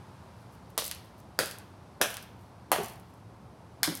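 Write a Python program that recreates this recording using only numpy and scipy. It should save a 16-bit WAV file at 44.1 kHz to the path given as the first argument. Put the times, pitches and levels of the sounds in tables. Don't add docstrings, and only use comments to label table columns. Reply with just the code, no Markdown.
import sys
import numpy as np
from scipy import signal
from scipy.fft import rfft, irfft
from scipy.io import wavfile

SR = 44100
rng = np.random.default_rng(int(sys.argv[2]) if len(sys.argv) > 2 else 0)


def unload_audio(sound):
    columns = np.transpose(np.atleast_2d(sound))
    steps = np.round(np.clip(columns, -1, 1) * 32767)
    wavfile.write(sys.argv[1], SR, steps.astype(np.int16))


N = 176400
TIME = np.arange(N) / SR


def amp(db):
    return 10 ** (np.asarray(db) / 20)


def unit(x):
    return x / np.sqrt(np.mean(x ** 2) + 1e-20)


def add(out, start_s, x):
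    i = int(max(start_s, 0) * SR)
    out[i:i + len(x)] += x[:max(N - i, 0)]


def cut(x, hz, kind, order=2):
    return signal.sosfilt(signal.butter(order, min(hz, .45 * SR), kind, fs=SR, output="sos"), x + 1e-18)


def at_hz(points, hz):
    table_hz, *columns = np.transpose(points)
    return [np.interp(np.log(hz + 1), np.log(table_hz), column) for column in columns]


def decay(t, t60_s):
    return np.exp(-np.log(1000) * t / t60_s)


def ring(hz, t60_s):
    t = TIME[:SR // 4]
    return np.sin(2 * np.pi * hz * t) * decay(t, t60_s)


# frequency_hz, relative_level_db
BED_SPECTRUM = [(15, -69), (25, -44), (38, -24), (45, -29), (58, -6.5), (111, 1), (145, -6), (180, -4.5),
                (256, -12), (317, -13.5), (363, -14.5), (503, -17), (936, -13.5), (1840, -24), (8140, -35),
                (11000, -40.5), (16000, -46)]
# time_s, gain_db
HISS_RIDE = [(0, -2.5), (0.7, -4.5), (1.8, -5), (2.6, -5.5), (3.4, -6.5), (4, -5.5)]


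def distant_rumble(level_db=-50.5, waver_db=0.35, crossover_hz=770):
    spectrum_db, = at_hz(BED_SPECTRUM, np.fft.rfftfreq(N, 1 / SR))
    bed = unit(irfft(rfft(rng.standard_normal(N)) * amp(spectrum_db), N))
    rumble = cut(bed, crossover_hz, "low")
    rumble = cut(rumble[::-1], crossover_hz, "low")[::-1]
    hiss = bed - rumble
    waver = unit(cut(rng.standard_normal(2 * N), 11, "low")[N:])
    hiss_db = np.interp(TIME, *np.transpose(HISS_RIDE))
    return amp(level_db) * (rumble * amp(waver_db * waver) + hiss * amp(hiss_db))


def droplets(per_s, highpass_hz, spread_db=0.5):
    sizes = amp(spread_db * np.minimum(rng.exponential(1, N), 4))
    polarity = rng.choice([-1, 1], N)
    landings = rng.random(N) < per_s / SR
    return unit(cut(sizes * polarity * landings, highpass_hz, "high"))


# centre_s, spread_s, level_db
SHOWERS = [(0.40, .04, -74), (0.535, 0.017, -64), (0.705, .006, -58), (0.868, 0.016, -37.5),
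           (0.935, 0.018, -76), (1.06, .02, -67), (1.19, 0.013, -63), (1.506, 0.036, -50.5),
           (2.125, 0.018, -47), (2.229, 0.0057, -50.5), (2.43, 0.04, -69), (2.839, 0.0079, -38),
           (2.875, 0.055, -54), (3.0, 0.0072, -62), (3.13, 0.052, -73.5), (3.97, 0.025, -48)]


def patter(clump_db=6.5, clump_hz=130):
    swells = sum(amp(level_db) * np.exp(-.5 * ((TIME - centre_s) / spread_s) ** 2)
                 for centre_s, spread_s, level_db in SHOWERS)
    flutter = unit(cut(rng.standard_normal(N), clump_hz, "low"))
    clumps = unit(amp(clump_db * flutter))
    return swells * clumps * droplets(per_s=3700, highpass_hz=5500)


CRACK_RISE_S = 0.000254


def water_crack(length_s, highpass_hz):
    t = TIME[:SR // 50]
    envelope = np.exp(-(t / length_s) ** 2) * (1 - np.exp(-t / CRACK_RISE_S)) ** 2
    noise = rng.standard_normal(len(t))
    for _ in range(2):
        phase = np.angle(rfft(noise * envelope))
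        noise = irfft(np.exp(1j * phase), len(t))
    crackle = cut(noise * np.sqrt(envelope), highpass_hz, "high")
    return unit(crackle) * np.sqrt(np.mean(envelope ** 2))


def wood_ring(level_db, pitch_hz, t60_s):
    return cut(amp(level_db) * ring(pitch_hz, t60_s), pitch_hz / 2, "high")


def air_pop(level_db, pitch_hz, rise_s=0.00071):
    attack = 1 - np.exp(-TIME[:SR // 4] / rise_s)
    note = amp(level_db) * ring(pitch_hz, t60_s=0.0071) * attack
    return cut(note, 213, "high")


# start_s, crack_db, crack_highpass_hz, slap_db, knock_db,
# knock_hz, snap_db, pop_db, pop_hz, spray_db, spray_highpass_hz, swish_db
STICK_HITS = [(0.7776, -15.5, 4900, -26, -23, 1220, -28, -17.5, 520, -35.5, 3850, -60),
              (1.3897, -17, 4060, -25.5, -11.5, 1590, -8, -10.5, 530, -34.5, 2560, -61),
              (2.0140, -10.5, 4880, -21.5, -8, 1650, -10.5, -10, 574, -40, 3000, -32.5),
              (2.7169, -11.5, 8200, -19.5, -15, 1120, -18, -4, 700, -37, 2500, -41),
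              (3.8313, -12, 3560, -19, -11.5, 1670, -8, -24.5, 633, -34, 3500, -43)]


def stick_blows(impact_s=0.0019, slap_top_hz=3080, swish_s=0.0066, swish_hz=288):
    out, t = np.zeros(N), TIME[:SR]
    pop_send_db, wood_send_db = -3, -10
    air = unit(cut(cut(rng.standard_normal(N), swish_hz, "low"), swish_hz, "high"))
    for (start_s, crack_db, crack_highpass_hz, slap_db, knock_db, knock_hz, snap_db,
         pop_db, pop_hz, spray_db, spray_highpass_hz, swish_db) in STICK_HITS:
        water, pop, wood = np.zeros((3, SR))
        spray = droplets(per_s=11000, highpass_hz=spray_highpass_hz)[:SR]
        water += amp(spray_db) * spray * decay(t, t60_s=0.27)
        add(water, 0, amp(crack_db) * water_crack(impact_s, crack_highpass_hz))
        slap = cut(water_crack(impact_s, highpass_hz=840), slap_top_hz, "low")
        add(water, 0, amp(slap_db) * slap * np.sqrt(SR / 2 / slap_top_hz))
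        add(wood, CRACK_RISE_S, wood_ring(knock_db, knock_hz, t60_s=0.0075))
        add(wood, CRACK_RISE_S, wood_ring(snap_db, pitch_hz=4880, t60_s=0.0031))
        add(pop, 0.00082, air_pop(pop_db, pop_hz))
        reverb = yard(water + amp(pop_send_db) * pop + amp(wood_send_db) * wood)
        add(out, start_s, water + pop + wood + reverb)
        out += amp(swish_db) * air * np.exp(-((TIME - start_s) / swish_s) ** 2)
    return out


# delay_s, level_db, lowpass_hz
REFLECTIONS = [(.0031, -13.5, 9000), (.0094, -18, 2500), (.0118, -18.5, 12400), (.0290, -19, 3000),
               (.0440, -5, 1500)]
# frequency_hz, level_db, t60_s
YARD_REVERB = [(148, 5.5, 0.63), (324, 0.5, 0.28), (707.3, -3, 0.53), (1580, 0, 0.53), (2800, 2, 0.56),
               (5020, -2, 0.41), (9700, -6.5, 0.29), (16100, -18, 0.64)]


def yard(x, scatter_db=3.5, scatter_t60_s=0.095, rise_s=0.0035):
    t = TIME[:SR * 3 // 4]
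    response, edges_hz = np.zeros(len(t)), np.geomspace(90, 18000, 17)
    for low_hz, high_hz in zip(edges_hz, edges_hz[1:]):
        level_db, t60_s = at_hz(YARD_REVERB, np.sqrt(low_hz * high_hz))
        bandpass = signal.butter(2, [low_hz, high_hz], "band", fs=SR, output="sos")
        scatter = amp(scatter_db) * unit(decay(t, scatter_t60_s))
        envelope = np.hypot(unit(decay(t, t60_s)), scatter) * (1 - np.exp(-t / rise_s))
        band = unit(signal.sosfilt(bandpass, rng.standard_normal(len(t)) * envelope))
        band_share = np.sqrt(2 * (high_hz - low_hz) / SR / len(t))
        response += amp(level_db) * np.hypot(1, amp(scatter_db)) * band * band_share
    for delay_s, level_db, lowpass_hz in REFLECTIONS:
        bounce = signal.unit_impulse(len(t), int(delay_s * SR))
        response += amp(level_db) * cut(bounce, lowpass_hz, "low", order=1)
    return signal.fftconvolve(x, response)[:len(x)]


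# start_s, level_db, highpass_hz
DROP_TICKS = [(0.9129, -17.5, 1740), (0.9487, -32, 7000), (1.4589, -23, 2000), (1.5117, -26, 3000),
              (1.5856, -31.5, 6000), (2.1036, -26, 9050), (2.142, -25.5, 3000), (2.1688, -22.5, 1070),
              (2.8347, -30, 6000), (2.8603, -29, 5000), (2.8837, -31, 6000), (3.9521, -20.5, 7340)]


def ticks(length_s=0.00095):
    out = np.zeros(N)
    for start_s, level_db, highpass_hz in DROP_TICKS:
        add(out, start_s, amp(level_db) * water_crack(length_s, highpass_hz))
    return out


# start_s, level_db, pitch_hz, t60_s, low_mode_db
SOFT_BUMPS = [(2.784, -12.5, 396, 0.029, -21), (3.8770, -15, 289, 0.038, -9)]


def hollow_bumps(rise_s=0.0048, low_mode_ratio=0.61, scuff_db=-8, scuff_top_hz=680):
    out, t = np.zeros(N), TIME[:SR // 4]
    attack = 1 - np.exp(-t / rise_s)
    for start_s, level_db, pitch_hz, t60_s, low_mode_db in SOFT_BUMPS:
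        dull_noise = unit(cut(rng.standard_normal(len(t)), scuff_top_hz, "low"))
        scuff = amp(scuff_db) * dull_noise * decay(t, t60_s)
        low_mode = amp(low_mode_db) * ring(pitch_hz * low_mode_ratio, t60_s / low_mode_ratio)
        body = ring(pitch_hz, t60_s) + low_mode
        add(out, start_s, amp(level_db) * (body + scuff) * attack)
    return cut(out, 140, "high")


def scene():
    water_send_db, bump_send_db = -5.5, -6.5
    water = patter() + ticks()
    bumps = hollow_bumps()
    reverb = yard(amp(water_send_db) * water + amp(bump_send_db) * bumps)
    return (stick_blows() + water + bumps + reverb + distant_rumble())[None]


# frequency_hz, gain_db
MIC_EQ = [(100, -0.5), (1000, 3), (3000, -0.5), (5000, 1.5), (6300, -0.5), (7200, -3), (8300, 0),
          (11000, 4), (14000, -1), (16000, -5.5)]


def record(dry):
    clip_level, cutoff_hz = 0.43, 16000
    eq_db, = at_hz(MIC_EQ, np.fft.rfftfreq(2 * N, 1 / SR))
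    coloured = irfft(rfft(dry, 2 * N) * amp(eq_db))[:, :N]
    rounded = clip_level * np.tanh(coloured / clip_level)
    return signal.sosfilt(signal.ellip(10, .2, 80, cutoff_hz, fs=SR, output="sos"), rounded)


dry = scene()
out = record(dry)
unload_audio(out)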